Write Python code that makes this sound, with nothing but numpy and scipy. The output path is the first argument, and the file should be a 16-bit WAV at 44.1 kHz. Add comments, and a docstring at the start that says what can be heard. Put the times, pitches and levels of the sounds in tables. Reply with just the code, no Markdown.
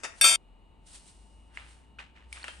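"""A desk frame is put together on a tiled floor in a small hard room, close to the microphone.
Over room air and a faint steady hum a part shifts: contacts on the tiles ring its steel.
Two steel tubes clash and ring as decaying modes; the ring breaks off short. A low drone climbs in pitch.
Gloves slide (rough noise), then a panel is swung into place: it taps and rubs the leg and fittings click."""
import sys
import numpy as np
from scipy import signal
from scipy.fft import rfft, irfft, next_fast_len
from scipy.io import wavfile
from scipy.ndimage import map_coordinates

SR = 44100
rng = np.random.default_rng(int(sys.argv[2]) if len(sys.argv) > 2 else 0)


def materialize(psi):
    """Save the field psi as 16-bit PCM at rate SR to the path in sys.argv[1].

    A 1-D psi becomes a single channel; in a 2-D psi each row is a channel.
    """
    bounded = np.clip(np.atleast_2d(psi).T, -1, 1)
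    quanta = np.round(bounded * 32767).astype(np.int16)
    wavfile.write(sys.argv[1], SR, quanta)


N = 114660
TOP_HZ = 15900

# spectrum of the tubes' dense clatter: f/Hz, level/dB
CLATTER_SPECTRUM = [(200, -20.5), (620, -10), (1300, -2), (1900, -9), (2500, -3), (3600, -4), (3850, -15),
                    (4250, -25), (4600, 1.5), (7400, -2), (8900, 4), (9900, -1), (10400, -28), (12200, -9),
                    (13200, -50)]
# spectrum of panel against leg, knocking or rubbing: f/Hz, level/dB
PANEL_SPECTRUM = [(120, -24), (750, -4.5), (1600, 2), (2900, 0), (4000, -9), (6000, -19), (9600, -20),
                  (10500, -55)]


def amp(db):
    """Amplitude factor of a level in dB."""
    return 10 ** (np.asarray(db) / 20)


def unit(x):
    """x scaled to rms 1."""
    return x / np.sqrt(np.mean(x ** 2) + 1e-20)


def along(points, hz):
    """(Hz, value) points interpolated on a log frequency axis."""
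    f, v = np.transpose(points)
    return np.interp(np.log(hz + 1), np.log(f + 1), v)


def clock():
    """Time of each sample in s."""
    return np.arange(N) / SR


def filtered(x, response):
    """x times a response of frequency."""
    m = next_fast_len(N + SR // 2)
    hz = np.fft.rfftfreq(m, 1 / SR)
    return irfft(rfft(x, m) * response(hz), m)[..., :N]


def pan(left_db):
    """Channel gains with the left left_db above the right."""
    return amp(np.array([[left_db], [-left_db]]) / 2)


def noise(spectrum, alike):
    """Coloured stereo noise of rms 1; alike is the channel correlation."""
    mid, side = filtered(rng.standard_normal((2, N)), lambda hz: amp(along(spectrum, hz)))
    turn = np.arccos(np.clip(alike, 0, 1)) / 2
    return unit(np.cos(turn) * mid + np.sin(turn) * np.array([side, -side]))


def wobble(rate_hz):
    """A smooth random curve, rate_hz knots a second."""
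    knots = rng.standard_normal(int(N * rate_hz / SR) + 4)
    return map_coordinates(knots, [clock() * rate_hz])


def struck(start_s, t60_s, attack_s=0.00027):
    """Envelope of a blow: a quick rise, then a steady decay."""
    t = np.maximum(clock() - start_s, 0)
    return (1 - np.exp(-t / attack_s)) * np.exp(-np.log(1000) * t / t60_s)


def friction(strokes, spectrum, rough_db):
    """Strokes that swell and fade, grainy from sticking and slipping."""
    t = clock()
    power = 0
    for peak_s, db, rise_s, fall_s in strokes:
        drop_db = 20 * np.maximum((peak_s - t) / rise_s, (t - peak_s) / fall_s)
        power = power + amp(db - drop_db) ** 2
    grain = amp(rough_db * wobble(rate_hz=400))
    return np.sqrt(power) * unit(noise(spectrum, alike=.6) * grain)


def room(x):
    """The room's answer: a noise tail, each frequency dying at its own speed."""
    # decay of the room: f/Hz, t60/s
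    room_decay = [(150, 0.42), (1000, .42), (3000, .42), (9000, .28)]
    hz, t, z = signal.stft(rng.standard_normal((2, SR // 2)), SR, nperseg=256)
    decay = np.exp(-np.log(1000) * t / along(room_decay, hz)[:, None])
    tail = signal.istft(z * decay, SR, nperseg=256)[1]
    build_up = 1 - np.exp(-np.arange(tail.shape[1]) / SR / .004)
    tail = tail * build_up
    return signal.fftconvolve(x, tail / np.linalg.norm(tail[0]), axes=1)[:, :N]


def tubes():
    """Each contact rings the tubes' modes, with a crack and dense clatter; reflections make the lines waver."""
    # tube modes: f/Hz, level touched at the tip/dB, level struck full on/dB, t60/s, left over right/dB
    tube_modes = [(661, -45.5, -41, .6, 10), (1340, -42, -24, .35, 13.5), (1627, -32.5, -37, .4, 5.5),
                  (2183, -34.5, -32.5, 2.5, 7), (2417, -33, -23.5, 0.37, 2), (2453, -34, -28, .4, 1),
                  (2640, -30, -30, 0.53, 10), (3190, -46, -25.5, 1.0, 7), (3579, -21.5, -24.5, 0.58, 6),
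                  (3620, -33, -26, 0.33, 10), (4560, -24.5, -21.5, .32, 2.5), (4651, -35, -26, .9, 6),
                  (5600, -27, -44, .2, 1), (6290, -47, -33, .4, 1), (6740, -49, -33, .6, 7),
                  (7527, -31.5, -33.5, 1.1, 2.5), (8103, -27, -21.5, .4, 0.5), (8690, -23.5, -33, .24, 0),
                  (8793, -30, -17.5, 0.47, -0.5), (9314, -18, -29, 0.18, 0), (9740, -25, -35, 0.32, 0),
                  (12110, -45, -30.5, .2, -0.5)]
    # tube contacts: t/s, level/dB, place (0 tip to 1 full on), clatter level/dB
    contacts = [(0.2116, 1, 0, -28), (0.2412, 1, 1, -21.5), (.267, -8, 0.82, -23), (.311, -15, 0.93, -29.5)]
    # thuds of the frame's weight: t/s, level/dB
    thud_events = [(.243, -24), (.312, -32)]
    # spectra of thud and crack: f/Hz, level/dB
    thud_spectrum = [(60, -20), (550, -6), (950, -7), (1350, 4), (1800, -9), (4000, -35)]
    crack_spectrum = [(500, -24), (3400, -3), (4200, -26), (8900, 0), (15800, -24)]
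    crack_db, crack_t60_s = -17.5, 0.032
    wash_db = -3.5  # diffuse noise under the weak modes

    t, ring = clock(), np.zeros((2, N))
    for hz, tip_db, full_db, t60_s, left_db in tube_modes:
        power = 0
        for s, db, full, _ in contacts:
            mode_db = db + tip_db + full * (full_db - tip_db)
            power = power + (amp(mode_db) * struck(s, t60_s, attack_s=.0008)) ** 2
        phase = 2 * np.pi * (hz * t + rng.random()) + .22 * wobble(rate_hz=55) + rng.normal(0, .4, (2, 1))
        gains = pan(left_db) / pan(left_db).mean()
        ring += gains * np.sqrt(power) * amp(1.7 * wobble(rate_hz=60)) * np.sin(phase)

    clatter_power = sum((amp(db) * struck(s, t60_s=.42, attack_s=.0015)) ** 2 for s, _, _, db in contacts)
    clatter = unit(weak_modes() + amp(wash_db) * noise(CLATTER_SPECTRUM, alike=0.5))
    clatter = np.sqrt(clatter_power) * clatter
    crack = sum(amp(crack_db + db) * struck(s, crack_t60_s) for s, db, _, _ in contacts)
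    crack = crack * noise(crack_spectrum, alike=.7)
    thud = sum(amp(db) * struck(s, t60_s=.09, attack_s=0.0022) for s, db in thud_events)
    thud = thud * noise(thud_spectrum, alike=0.53)
    return ring + pan(left_db=3) * (clatter + crack + thud)


def weak_modes():
    """A crowd of unevenly spaced partials of random strength."""
    spacing_hz = 54.94  # mean
    slots = np.arange(int(TOP_HZ / spacing_hz))
    place, size, turn = rng.random((len(slots), 3)).T
    lines = np.zeros(N // 2 + 1, complex)
    bins = ((slots + place) * spacing_hz * N / SR).astype(int)
    lines[bins] = size * np.exp(2j * np.pi * turn)
    return unit(filtered(irfft(lines, N), lambda hz: amp(along(CLATTER_SPECTRUM, hz))))


def taps():
    """The hand-damped panel knocks the leg: a very short ring and a crack; the fittings click."""
    # panel taps: t/s, ring level/dB, ring f/Hz, ring t60/s, crack level/dB
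    tap_events = [(1.5732, -19, 2098, 0.0076, -38), (1.9865, -32.5, 1500, 0.01, -44.5),
                  (1.9905, -30, 2480, 0.016, -42), (2.174, -41, 2100, 0.0083, -56),
                  (2.3273, -28.5, 2290, 0.019, -53), (2.37, -34, 2380, 0.011, -45),
                  (2.430, -34.5, 4370, 0.013, -43), (2.4417, -25.5, 1860, 0.011, -31.5),
                  (2.446, -32, 2720, 0.018, -33.5), (2.4807, -28, 1317, 0.017, -29.5),
                  (2.485, -37.5, 650, 0.023, -36.5), (2.489, -44, 3150, 0.14, -38),
                  (2.535, -40, 1800, .007, -48)]
    # sharp clicks of the fittings: t/s, level/dB
    click_events = [(2.3274, -36.5), (2.442, -42), (2.481, -45)]
    # click spectrum: f/Hz, level/dB
    click_spectrum = [(1000, -22), (3500, 3), (6000, -7), (9600, 3.5), (13000, -38.5)]
    snap_room_db, ring_room_db = -4.5, -13

    t, ring = clock(), 0
    for s, db, hz, t60_s, _ in tap_events:
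        ring = ring + amp(db) * struck(s, t60_s) * np.sin(2 * np.pi * hz * (t - s))
    crack = sum(amp(db) * struck(s, t60_s=0.016, attack_s=0.0004) for s, _, _, _, db in tap_events)
    crack = crack * noise(PANEL_SPECTRUM, alike=.9)
    clicks = sum(amp(db) * struck(s, t60_s=0.0222) for s, db in click_events)
    clicks = clicks * noise(click_spectrum, alike=.7)
    snap = pan(left_db=4.0) * (crack + clicks)
    return ring + snap + room(amp(snap_room_db) * snap + amp(ring_room_db) * ring)


def panel_rubs():
    """The panel rubs along the leg: rough friction noise."""
    # rubs: peak t/s, level/dB, rise/s per 20 dB, fall/s per 20 dB
    rub_strokes = [(1.585, -51.5, 0.069, 0.23), (1.997, -45.5, .008, 0.09), (2.162, -57.5, 0.028, 0.19),
                   (2.362, -50, 0.036, 0.22), (2.485, -48.5, 0.085, 0.02)]
    return friction(rub_strokes, PANEL_SPECTRUM, rough_db=2.5)


def glove_slides():
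    """Gloves slide: smoother, brighter friction noise."""
    # slides: peak t/s, level/dB, rise/s per 20 dB, fall/s per 20 dB
    slide_strokes = [(.19, -54.5, 0.065, 0.15), (.868, -56.5, 0.014, 0.6), (.958, -48, 0.073, 0.06),
                     (1.088, -56, 0.11, 0.09), (1.555, -60, 0.031, 0.22), (1.71, -60.5, 0.15, 0.16),
                     (2.34, -54.5, 0.045, 0.43), (2.48, -56, 0.08, 0.27)]
    # glove spectrum: f/Hz, level/dB
    glove_spectrum = [(300, -12), (1500, -7.5), (4400, -3), (6800, -6), (9400, 4), (10200, -15),
                      (13000, -38)]
    return friction(slide_strokes, glove_spectrum, rough_db=1.0)


def shifting_part():
    """A quick run of contacts on the tiles rings the steel part as it drags."""
    # contacts on the floor: t/s, level/dB
    shift_events = [(0.0342, -33.5), (0.0412, -34), (0.05, -36)]
    # contact and drag spectrum: f/Hz, level/dB
    shift_spectrum = [(150, -16.5), (660, -2.5), (1000, -5), (1420, 0.5), (2600, -2), (4150, -19),
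                      (4800, -6.5), (9800, -9), (10500, -50)]
    # the part's own ring: f/Hz, level against the contact/dB
    part_modes = [(1430, -15), (2654, -13), (3655, -15.5), (4888, -19.5)]
    # drag: peak t/s, level/dB, rise/s per 20 dB, fall/s per 20 dB
    drag_stroke = (-0.04, -56, 0.15, 0.3)
    room_db = -8

    dry = sum(amp(db) * struck(s, t60_s=.07, attack_s=0.00059) for s, db in shift_events)
    dry = dry * noise(shift_spectrum, alike=0.72)
    fading = np.sqrt(sum((amp(db) * struck(s, t60_s=.22)) ** 2 for s, db in shift_events))
    ring = 0
    for hz, db in part_modes:
        ring = ring + amp(db) * np.sin(2 * np.pi * hz * clock() + .5 * wobble(rate_hz=40))
    drag = friction([drag_stroke], shift_spectrum, rough_db=2)
    return pan(left_db=4) * (dry + fading * ring + amp(room_db) * room(dry) + drag)


def background():
    """Room air as noise, a faint machine hum as wavering tones, and a low drone that climbs in pitch."""
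    # air spectrum: f/Hz, level/dB
    air_spectrum = [(35, -1), (70, 6.5), (120, -4), (272, -3.5), (500, -12.5), (870, -11), (1250, -17.5),
                    (1600, -26), (2900, -19.5), (3300, -29), (3900, -25.5), (5500, -45), (9200, -34),
                    (10500, -52)]
    # hum tones: f/Hz, mid level/dB
    hum_tones = [(896, -74), (2880, -77)]
    # drone, perhaps a far engine gathering speed: t/s, f/Hz, level before a 1 dB cut/dB
    drone_course = [(.3, 42, -63), (.42, 42, -55), (.8, 43, -59), (1.1, 50, -60), (1.64, 57.4, -48.5),
                    (1.8, 59, -57), (2.6, 63, -56)]
    air_db = -61

    t, hum = clock(), 0
    for hz, db in hum_tones:
        level = amp(db + 2 * wobble(rate_hz=10)) * np.sqrt(2)
        hum = hum + level * np.sin(2 * np.pi * hz * t + .6 * wobble(rate_hz=20))
    s, *columns = np.transpose(drone_course)
    drone_hz, drone_db = (np.interp(t, s, c) for c in columns)
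    drone_level = amp(drone_db - 1 + 3 * wobble(rate_hz=14)) * np.sqrt(2)
    drone = drone_level * np.sin(2 * np.pi * np.cumsum(drone_hz) / SR)
    return pan(left_db=2.05) * (amp(air_db) * noise(air_spectrum, alike=0.55) + hum + drone)


def scene():
    """Tubes and shifting part break off to a faint fading remnant; the other sounds run throughout."""
    cut_s, leak_db = 0.3596, -21.5
    t = clock()
    gate = np.clip((cut_s - t) / .0015 + .5, 0, 1)
    leak = amp(leak_db) * np.exp(-np.maximum(t - cut_s, 0) / 0.0066)
    broken_off = np.maximum(gate, leak) * (tubes() + shifting_part())
    return broken_off + taps() + panel_rubs() + glove_slides() + background()


def record(dry):
    """Two close microphone ports, differing in phase, and a steep band limit."""
    # port phase: f/Hz, left lead/rad
    port_phase = [(400, 0.23), (1400, 1.3), (2500, 1.3), (3200, -.1), (7600, .1), (9400, -1.5), (12000, 0)]
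    sides = np.array([[1], [-1]])
    return filtered(dry, lambda hz: np.exp(.5j * along(port_phase, hz) * sides) * (hz < TOP_HZ))


dry = scene()
out = record(dry)
materialize(out)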